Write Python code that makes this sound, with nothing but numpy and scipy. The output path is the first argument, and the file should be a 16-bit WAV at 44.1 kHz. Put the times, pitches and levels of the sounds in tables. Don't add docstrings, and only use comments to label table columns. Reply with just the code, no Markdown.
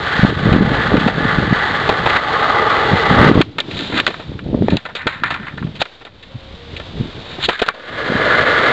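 import sys
import numpy as np
from scipy import signal
from scipy.io import wavfile
from scipy.ndimage import uniform_filter1d

SR = 44100
rng = np.random.default_rng(int(sys.argv[2]) if len(sys.argv) > 2 else 0)


def ratio_of_db(decibels):
    return 10 ** (np.asarray(decibels, float) / 20)


def store_pcm(level_fs):
    pcm = np.round(np.clip(level_fs, -1, 1) * 32767).astype(np.int16)
    wavfile.write(sys.argv[1], SR, np.atleast_2d(pcm).T)


N = 384552

# time_s, hiss_db
HUSH_LEVEL = [(3.42, -32), (3.48, -42.5), (3.57, -42), (3.72, -28.5), (4.05, -31.5), (4.2, -34),
              (4.42, -42), (4.66, -36.5), (4.93, -43), (5.6, -39), (5.9, -38.5), (6.1, -46.5), (6.24, -41),
              (6.8, -34), (7.4, -31.5), (7.72, -42), (7.9, -41)]
# centre_hz, width_hz, level_db
WOOD_MODES = [(1270, 1800, -2), (1788, 253, 9), (2470, 180, -7), (1128, 46, 6), (3700, 590, -8.5),
              (1966, 150, 4), (1755, 55, 10), (2330, 24, 4), (1376, 44, -2)]
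# centre_hz, width_hz, level_db
DECK_MODES = [
    [(447, 38, -6.5), (847, 83, 6.5), (1194, 180, 5.5), (1472, 160, 4.5), (1697, 77, 3.5), (1964, 83, 1.5)],
    [(480, 70, -26), (611, 77, -5.5), (1210, 53, 3.5), (1464, 145, 7.5), (1685, 71, 8.5), (2054, 210, 6.5)],
]


def evened(x):
    return x / np.sqrt(np.mean(x ** 2) + 1e-20)


def colour(x, points, lo_hz=0, hi_hz=30000):
    hz = np.fft.rfftfreq(4096, 1 / SR) + 1
    f, db = np.transpose(points)
    gain = ratio_of_db(np.interp(np.log(hz), np.log(f), db))
    gain = gain / np.sqrt((1 + (lo_hz / hz) ** 8) * (1 + (hz / hi_hz) ** 8))
    log_gain = np.log(np.maximum(np.r_[gain, gain[-2:0:-1]], 1e-6))
    phase = -signal.hilbert(log_gain).imag
    taps = np.fft.ifft(np.exp(log_gain + 1j * phase)).real
    return signal.oaconvolve(x, taps[:2048])[:len(x)]


def ring(x, modes):
    out = np.zeros(len(x))
    for k, (hz, width, db) in enumerate(modes):
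        resonance = signal.iirpeak(hz, max(hz / width, .5), SR)
        out += (-1) ** k * ratio_of_db(db) * signal.lfilter(*resonance, x)
    return out


def curve(rows, column, off=-120.):
    rows = np.asarray(rows)
    return np.interp(np.arange(N) / SR, rows[:, 0], rows[:, column], off, off)


def bump(peak, rise, fall):
    t = np.arange(0, N + 32, 32) / SR - peak
    spread = np.where(t < 0, max(rise, .002), max(fall, .002))
    return np.repeat(np.exp(-.5 * (t / spread) ** 2), 32)[:N]


def flutter(hz):
    return evened(signal.lfilter(*signal.butter(2, hz, fs=SR), rng.standard_normal(N)))


def grit(per_s, spread_db, flutter_hz, flutter_db):
    draws = rng.random((N, 3))
    size = ratio_of_db(-spread_db * np.log(draws[:, 0] + 0.0015)) * np.sign(draws[:, 1] - .5)
    struck = draws[:, 2] < per_s / SR
    return evened(size * struck * ratio_of_db(flutter_db * flutter(flutter_hz)))


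def ducking():
    # start_s, depth_db, recovery_s
    ducks = [
        (0.301, 7.5, 0.45),
        (0.56, 3, 0.071),
        (1.088, 3.5, 0.22),
        (2.189, 7, 0.067),
        (3.3, 7.5, 0.05),
        (3.43, -9.5, 0.057),
        (4.79, 21, 0.033),
        (5.83, 32, 0.15),
        (7.51, 21, 0.33),
    ]
    attack_s = 0.02
    t = np.arange(N) / SR
    gain_db = np.zeros(N)
    for s, depth_db, recovery_s in ducks:
        onset = np.clip((t - s) / attack_s, 0, 1)
        gain_db -= depth_db * onset * np.exp(-np.maximum(t - s, 0) / recovery_s)
    return gain_db


def rolling():
    # time_s, nearness_db, low_mode_weight_db
    rides = [
        [(0, -24, -0.5), (0.12, -19, -5.5), (0.27, -19, -6.5), (0.7, -19.5, 0), (1.0, -20, 0), (1.5, -24.5, 2),
         (1.75, -22.5, 2.5), (2.0, -21.5, 1.5), (2.3, -19, -2.5), (2.6, -19, 2), (2.85, -16.5, -1.5),
         (3.27, -16, -4.5), (3.41, -21.5, -9)],
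        [(7.74, -36.5, 6), (7.88, -27, 2), (7.97, -20, -0.5), (8.05, -18.5, 2), (8.2, -16, 1.5), (8.5, -13, -1),
         (8.72, -14.5, 0)],
    ]
    # frequency_hz, density_db per Hz
    wheel_spectrum = [(100, -36.5), (200, -7.5), (500, 1.5), (860, -7.5), (1900, 1), (2250, -8.5),
                      (2600, -11), (2950, -9.5), (3400, -7), (4000, -10.5), (5500, -16)]
    # middle_s, half_length_s, boost_db
    rough = [
        (0.51, 0.054, 4),
        (0.812, 0.053, 6.5),
        (1.293, 0.05, 8.5),
        (1.621, 0.15, 8.5),
        (2.135, 0.04, 6),
        (3.24, 0.024, 7),
    ]
    crouch_s = (2.71, .4, 1)
    crouch_db = [9, 5.5, 5.5, -7.5, -5, 5]
    drive = grit(7500, 2.45, 32, 1.2)
    wheel = evened(colour(drive, wheel_spectrum, 0, 2400))
    hiss = evened(colour(drive, wheel_spectrum, 2630))
    swells = [ratio_of_db(1.63 * flutter(3.16) + db * bump(*crouch_s)) for db in crouch_db]
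    roughness = ratio_of_db(sum(db * bump(s, half, half) for s, half, db in rough))
    split = [signal.butter(4, 980, side, fs=SR, output="sos") for side in ("low", "high")]
    out = np.zeros(N)
    for rows, deck in zip(rides, DECK_MODES):
        modes = sum(swell * ring(wheel, [mode]) for swell, mode in zip(swells, deck))
        body = .45 * wheel + evened(modes)
        low, high = (evened(signal.sosfilt(sos, body)) for sos in split)
        near_db = curve(rows, 1, -300)
        out += ratio_of_db(near_db) * (roughness * high + ratio_of_db(curve(rows, 2)) * low)
        out += ratio_of_db(-22 + 0.68 * (near_db + 22.0)) * hiss * roughness ** 0.38
    return out * ratio_of_db(ducking())


def wind():
    # peak_s, level_db, rise_s, fall_s
    gust_rows = [(0.27, -27, 0.076, 0.16), (0.51, -16.5, 0.12, 0.1), (0.7, -16.5, 0.17, 0.12),
                 (0.96, -14, 0.029, 0.025), (1.2, -21, 0.12, 0.11), (1.42, -21, 0.063, 0.044),
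                 (2.95, -17.5, 0.027, 0.019), (3.21, -11, 0.068, 0.068), (3.38, -14.5, 0.062, 0.018),
                 (3.49, -32, 0.014, 0.01), (3.57, -31.5, 0.0083, 0.017), (4.3, -31, 0.033, 0.069),
                 (4.56, -20.5, 0.08, 0.099), (4.75, -18, 0.052, 0.013), (5.4, -35.5, 0.22, 0.056),
                 (5.65, -32, 0.073, 0.13), (6.13, -38, 0.025, 0.024), (6.75, -44, 0.049, 0.11),
                 (7.18, -37, 0.025, 0.016), (7.0, -27, 0.059, 0.05), (7.45, -38, 0.038, 0.035),
                 (8.2, -31, 0.049, 0.1)]
    # frequency_hz, density_db per Hz
    rumble = [(12, -68.5), (20, -13), (135, -0.5), (256, -6.5), (315, -5), (381, -6.5), (426, 0.5),
              (676, -7), (805, -21), (900, -5), (1170, -43.5), (1980, -120)]
    drive = grit(900, 2.2, 18, 1.8)
    dull = evened(colour(drive, rumble, 0, 300))
    edge = evened(colour(drive, rumble, 383, 713))
    breeze = ratio_of_db(curve(HUSH_LEVEL, 1, -25.0) - 2.5)
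    gusts = breeze + sum(ratio_of_db(db) * bump(s, rise, fall) for s, db, rise, fall in gust_rows)
    gust_db = 20 * np.log10(gusts) + ducking()
    out = ratio_of_db(gust_db) * (dull + ratio_of_db(0.5 * (gust_db + 25.0) - 10.5) * edge)
    draught = evened(colour(drive, rumble, 0, 110))
    return out + ratio_of_db(-37.5) * bump(6.86, 0.44, 0.41) * draught


def buffeting():
    # peak_s, level_db, swing_hz, width_s
    hard = [(0.235, 5.5, 165, 0.0056), (0.25, 8, 197, 0.0031), (0.459, -2.5, 165, 0.0063),
            (0.522, 4, 132, 0.0046), (0.55, -0.5, 182, 0.0046), (0.564, 2, 243, 0.0047),
            (0.61, 3, 226, 0.0027), (0.624, -3, 196, 0.013), (0.943, 3.5, 268, 0.0042),
            (1.067, -0.5, 200, 0.0059), (1.387, 0, 183, 0.0033), (1.513, -6, 153, 0.009),
            (1.528, 3.5, 189, 0.0036), (2.936, -3, 152, 0.006), (3.113, -1.5, 181, 0.0052),
            (3.179, -3, 157, 0.005), (3.267, -7.5, 160, 0.0073), (3.315, 5.5, 270, 0.0033),
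            (3.356, 1, 273, 0.0025), (3.377, 6, 199, 0.0016), (3.394, -2.5, 154, 0.0074),
            (3.408, 2, 324, 0.0047)]
    late_hard = [(4.531, -6, 233, 0.0028), (4.549, -2.5, 242, 0.0063), (4.59, -7.5, 218, 0.0032),
                 (4.623, -0.5, 267, 0.0029), (4.638, -10.5, 223, 0.017), (4.734, -0.5, 182, 0.0043),
                 (5.068, -6, 310, 0.0017), (5.619, -13, 144, 0.0052), (5.65, -9.5, 145, 0.0087),
                 (6.357, -18.5, 118, 0.017), (6.957, -19, 146, 0.0056), (7.011, -5.5, 160, 0.0052),
                 (7.489, -6.5, 398, 0.0055), (8.102, -9.5, 195, 0.006), (8.122, -6.5, 307, 0.0022),
                 (8.154, -7, 214, 0.0065), (8.199, -3, 415, 0.0019)]
    further = [(0.195, -5, 166, 0.0041), (0.326, -11, 324, 0.0042), (0.436, -11, 171, 0.004),
               (0.45, -16, 204, 0.0031), (0.469, -2.5, 266, 0.0031), (0.539, 1, 235, 0.0019),
               (0.575, -10, 177, 0.0023), (0.585, -6, 239, 0.0065), (0.651, -5, 142, 0.0041),
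               (0.66, -12, 204, 0.003), (0.718, -7, 200, 0.0036), (0.73, -14, 242, 0.0035),
               (0.919, -5.5, 444, 0.0031), (0.924, -15, 239, 0.0022), (0.933, -10, 216, 0.0038),
               (0.953, -3, 261, 0.002), (0.963, -16, 332, 0.0025), (0.981, -11, 161, 0.0089),
               (1.014, -8.5, 225, 0.0042), (1.044, -9, 169, 0.0066), (1.062, -13, 176, 0.0026),
               (1.175, -9.5, 156, 0.0095), (1.182, -9, 218, 0.003), (1.207, -9, 223, 0.0032),
               (1.254, -6.5, 210, 0.0056), (1.402, -15, 182, 0.0031), (1.429, -12, 148, 0.0057),
               (1.478, -8, 214, 0.0038), (1.89, -5.5, 423, 0.0016), (2.948, -10, 201, 0.0025),
               (2.958, -12, 228, 0.0024), (3.126, -7.5, 215, 0.0094), (3.149, -6, 200, 0.0041),
               (3.171, -10, 186, 0.0032), (3.215, 0, 170, 0.0056), (3.233, -1, 284, 0.004),
               (3.247, 0, 274, 0.0027), (3.276, -3, 194, 0.003), (3.297, 0, 282, 0.0034),
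               (3.37, -8, 184, 0.0035), (3.386, -7, 196, 0.0033)]
    late_further = [(3.801, -21, 340, 0.009), (3.823, -17.5, 282, 0.0062), (3.84, -24, 229, 0.0041),
                    (3.858, -24, 255, 0.0025), (3.883, -22, 265, 0.0038), (3.901, -16, 323, 0.0027),
                    (3.938, -12, 211, 0.0025), (3.963, -15, 196, 0.0055), (4.091, -14, 350, 0.0025),
                    (4.103, -19, 395, 0.0028), (4.319, -15.5, 273, 0.0021), (4.427, -22, 206, 0.0048),
                    (4.465, -16, 320, 0.0031), (4.489, -12, 285, 0.0038), (4.501, -14, 240, 0.0032),
                    (4.613, -4.5, 155, 0.0067), (4.646, -10, 209, 0.0088), (4.697, -14, 220, 0.0044),
                    (4.724, -3, 234, 0.0033), (4.745, -5, 243, 0.0038), (4.756, -6, 263, 0.0035),
                    (4.769, -14, 196, 0.0046), (5.06, -17, 240, 0.0029), (5.224, -21, 261, 0.0043),
                    (5.409, -23, 199, 0.013), (5.542, -20, 166, 0.0051), (5.633, -16, 206, 0.006),
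                    (5.674, -17.5, 175, 0.0075), (5.693, -20, 159, 0.004), (6.969, -20, 195, 0.003),
                    (7.002, -10, 126, 0.0039), (7.019, -14, 160, 0.0039), (7.034, -20, 171, 0.0026),
                    (7.385, -18, 350, 0.0019), (7.392, -16, 424, 0.002), (8.358, -16, 486, 0.0038)]
    eddies = hard + late_hard + further + late_further
    turns = -0.14 + 0.35 * (rng.random(len(eddies)) - .5)
    t = np.arange(-1500, 1500) / SR
    out = np.zeros(N)
    for (s, db, hz, width_s), turn in zip(eddies, turns):
        spread = np.where(t < 0, 0.45, 0.55) * width_s
        swing = np.exp(-.5 * (t / spread) ** 2) * np.cos(2 * np.pi * (hz * t + turn))
        snap = np.exp(-.5 * (t / (0.24 * width_s)) ** 2) * np.cos(2 * np.pi * (2.0 * hz * t + turn))
        out[round(s * SR) - 1500:][:len(t)] += ratio_of_db(db) * (swing + .4 * snap)
    return out


def blows():
    # peak_s, level_db, thud_db re peak, tick_db re peak, t60_s
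    joints = [
        (0.526, -2.5, -1, -2, 0.034),
        (0.966, -1.5, -20, -4.5, 0.033),
        (0.995, -15.5, -20, 2.5, 0.13),
        (1.074, -3, -1.5, -3.5, 0.039),
        (1.084, 4.5, 1, 0, 0.012),
        (1.888, 0.5, 7.5, 2, 0.029),
        (1.896, 4.5, 5, -12, 0.019),
        (2.057, -0.5, -1.5, -4.5, 0.055),
        (2.097, -0.5, -5, -1, 0.027),
        (2.16, 3.5, -14, -5.5, 0.034),
    ]
    box_blows = [(3.4135, -5, -13, 1.5, 0.03), (3.5832, -9.5, -9.5, 0.5, 0.059),
                 (3.6025, -16.5, -5, 10.5, 0.033), (4.0, -10.5, -3.5, 10.5, 0.026),
                 (4.0655, -6.5, -14, 2, 0.044), (4.0765, -13, 4, 4.5, 0.059), (4.142, -16.5, -8, -3, 0.024),
                 (4.391, -17, -7, -8.5, 0.021), (4.6832, -9.5, 9, -8, 0.011),
                 (4.703, -26.5, -12, 10.5, 0.047), (4.769, -12.5, -7, 8.5, 0.021),
                 (4.887, -27.5, -4.5, -8, 0.14), (4.951, -20, -8, 6, 0.11)]
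    soft = [(3.708, -31, -5, 15, .04), (3.748, -29, -5, 1, .04), (3.921, -20, 6, -5, 0.046),
            (3.952, -19, -8, 1, .05), (3.969, -5.5, -11, 2.5, 0.046), (3.985, -6, -6, -2, 0.05),
            (4.027, -14, -16, -8, 0.035), (4.101, -21, 5, 4, 0.046), (4.194, -24, 1.5, -1, 0.1),
            (4.851, -9, -8.5, -7, 0.058), (5.34, -10.5, -21, -6, 0.055), (5.574, -17.5, -11, -6, 0.069),
            (5.752, -29, -1, 8.5, 0.089), (6.008, -32, -1, -2, 0.099), (6.049, -21, -1, 2, 0.039),
            (6.226, -34, -17, 12, 0.057), (7.741, -24.5, -1, -2, 0.045)]
    ticks = [(3.7908, -16, -12, 5.5, 0.009), (4.5435, -34.5, 22, -13, 0.018), (4.6225, -26.5, 15, -9, .01),
             (4.726, -26, 11, -15, 0.014), (5.311, -18, -26, -9, .025), (5.363, -22, -29, -9, 0.018),
             (5.399, -24, -22, -11, 0.027), (5.454, -25, -25, -10, 0.016), (5.479, -21.5, -25, -13, 0.032),
             (5.821, -13.5, -20, 9.5, 0.02), (7.531, -18, -15, 1, 0.02), (7.6868, -4.5, -15, -3, 0.01),
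             (5.373, -24, -27, -8, .015), (5.2, -29, -22, -6, .03), (5.483, -21, -18, -8, 0.016),
             (7.4935, -13.5, 4, -5, .015), (5.239, -8.5, -18, -2, .015), (5.4685, -19, -23, -8, .012)]
    clatter = [(5.017, -24, -23, -2, 0.046), (5.0691, -4.5, -12, -3, 0.053), (5.235, -2, -23, -11, 0.038),
               (5.304, -13, -18, -7, 0.16), (5.429, -21, -26, -25, 0.041), (5.468, -21, -35, -10, 0.095),
               (5.521, -30, -9, -22, 0.081), (5.625, -20, -15, -11, 0.026), (5.666, -30, -2, -4, 0.05),
               (5.816, -8.5, 1, 3.5, 0.033), (5.854, -19, -10, -5, 0.038)]
    throw = [
        (6.066, -31.5, 0, -1, 0.075),
        (6.765, -35, -6, 17.5, 0.059),
        (6.798, -24.5, -3, -1, 0.048),
        (7.384, -28, 14, -16, 0.025),
        (7.4875, -6.5, -4.5, 0, 0.076),
        (7.5923, -14, -8, 1, 0.055),
        (7.6171, -5.5, -3.5, -1.5, 0.059),
        (7.663, -26, 2, 7, 0.069),
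        (7.682, -12, -4, -4, 0.066),
    ]
    # frequency_hz, density_db per Hz
    blow_spectrum = [(150, -17), (450, -4.5), (860, -6.5), (1500, -2), (2000, -1.5), (2600, -2), (3300, -1),
                     (3900, -1), (5500, -10)]
    kinds = (  # events, crack height, rise of the rattle in s
        (box_blows + clatter + throw, 1.1, .0015), (joints, .05, .005), (soft, .04, .004), (ticks, 1.5, .001))
    t = np.arange(6000) / SR
    trains = np.zeros((3, N + len(t)))
    for events, crack, rise_s in kinds:
        for s, db, thud_db, tick_db, t60 in events:
            noise = rng.standard_normal(len(t))
            rattle = (1 - np.exp(-t / rise_s)) * ratio_of_db(-60 * t / np.clip(t60, .008, .2))
            clumps = evened(uniform_filter1d(noise[::-1], size=60))
            rattle = rattle * ratio_of_db(3.5 * clumps - 1.0)
            burst = np.sign(noise) * crack * ratio_of_db(-60 * t / 0.0057) + noise * rattle
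            shares = ratio_of_db(db + np.array([[thud_db], [0], [tick_db]]))
            trains[:, round(s * SR):][:, :len(t)] += shares * burst
    paths = (lambda x: colour(x, blow_spectrum, 0, 800),
             lambda x: colour(x + 1.16 * ring(x, WOOD_MODES), blow_spectrum, 950, 1960),
             lambda x: colour(x + 1.0 * ring(x, WOOD_MODES), blow_spectrum, 1940))
    probe = rng.standard_normal(SR)
    return sum(path(train[:N]) / np.std(path(probe)) for path, train in zip(paths, trains))


def hush():
    # frequency_hz, density_db per Hz
    air_spectrum = [(100, -16.5), (250, -10.5), (520, -4.5), (860, -8.5), (2700, -11), (3700, -5),
                    (4200, -11), (5500, -11.5)]
    return ratio_of_db(curve(HUSH_LEVEL, 1) + 4.5) * evened(colour(grit(22000, 0.78, 40, 1.0), air_spectrum))


def friction():
    return grit(6500, 2.2, 70, 2.0)


def slides():
    # peak_s, rise_s, fall_s, hiss_db, body_db
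    slide_rows = [(3.8, 0.044, 0.092, -24.5, -31.5), (3.98, 0.034, 0.019, -24, -19),
                  (4.12, .02, 0.05, -42, -38), (4.73, 0.034, 0.043, -31, -29.5),
                  (4.96, .005, 0.033, -36, -48), (5.01, 0.023, 0.034, -49, -25.5),
                  (5.1, 0.02, 0.043, -31, -23.5), (5.26, 0.013, 0.026, -33, -23.5),
                  (5.36, 0.12, 0.046, -63, -31), (5.49, 0.04, 0.021, -59, -31.5),
                  (5.813, 0.01, 0.0049, -21, -24), (7.33, 0.045, 0.015, -31, -35),
                  (7.44, 0.027, 0.016, -24, -23.5), (7.53, 0.02, 0.029, -27, -21),
                  (7.62, 0.03, 0.072, -38, -27.5)]
    # frequency_hz, density_db per Hz
    rub_spectrum = [(300, -11), (1000, -2), (1700, 1.5), (2500, -3), (3100, -7), (3750, -9.5), (4300, -9.5),
                    (5500, -17.5)]
    # centre_hz, width_hz, level_db
    squeal = [
        (3750, 450, 12.5),
    ]
    rub = friction()
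    hiss = evened(colour(rub + ring(rub, squeal), rub_spectrum, 2800))
    loose, ridden = (evened(colour(rub + 2.4 * ring(rub, modes), rub_spectrum, 0, 2500))
                     for modes in (WOOD_MODES, DECK_MODES[1]))
    out = np.zeros(N)
    for peak, rise, fall, hiss_db, body_db in slide_rows:
        body = ridden if peak > 7.48 else loose
        out += bump(peak, rise, fall) * (ratio_of_db(hiss_db) * hiss + ratio_of_db(body_db) * body)
    return out


def grind():
    # centre_hz, width_hz, level_db
    box_modes = [
        (169, 12, 0),
        (307, 110, -0.5),
    ]
    box = evened(ring(ring(friction(), box_modes), [(300, 1200, 0)]))
    return ratio_of_db(-27 + 4.0 * flutter(25)) * bump(3.986, 0.26, 0.046) * box


def hums():
    # start_s, stop_s, pitch_hz, level_db
    tones = [
        (6.198, 6.3, 480, -51),
        (6.274, 6.57, 538, -43),
        (6.544, 6.815, 472, -39.5),
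        (7.15, 7.353, 463, -42),
    ]
    out = np.zeros(N)
    for start, stop, hz, db in tones:
        t = np.arange(start, stop, 1 / SR)
        tone = np.sin(2 * np.pi * hz * t) * signal.windows.tukey(len(t), .3)
        out[round(start * SR):][:len(t)] += ratio_of_db(db) * tone
    return out * ratio_of_db(1.3 * flutter(12))


def shoe_drag():
    # centre_hz, width_hz, level_db
    sole_modes = [
        (1700, 320, -10.5),
        (3300, 550, 3),
        (4350, 880, -3),
    ]
    return ratio_of_db(-11) * bump(7.455, 0.019, 0.0071) * evened(ring(grit(22000, 0.9, 80, 1.0), sole_modes))


def scene():
    board = rolling() + blows() + slides() + grind() + shoe_drag()
    air = wind() + buffeting() + hush() + hums()
    return (board + air)[None]


def roll_off(x):
    return signal.sosfilt(signal.butter(12, 17800, fs=SR, output="sos"), x)


def record(dry):
    # frequency_hz, gain_db
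    microphone = [(20, 0), (3900, -3), (4500, -6.5), (5000, -13.5), (5500, -14.5)]
    # frequency_hz, gain_db
    mirror = [(5512, 0), (6025, -8), (6525, -15), (7325, -25), (8025, -33), (9025, -50), (9825, -60),
              (11000, -105), (12225, -75), (13025, -70), (14000, -75), (15500, -95)]
    heard = colour(dry[0], microphone)
    flat = heard / (1 + abs(heard / 1.025) ** 7.0) ** (1 / 7.0)
    spaced = np.zeros(N)
    spaced[::4] = 4 * signal.resample_poly(flat, 1, 4)
    smoothed = colour(spaced, mirror)[None]
    return roll_off(np.clip(smoothed - .0024, -1, 1))


dry = scene()
out = record(dry)
store_pcm(out)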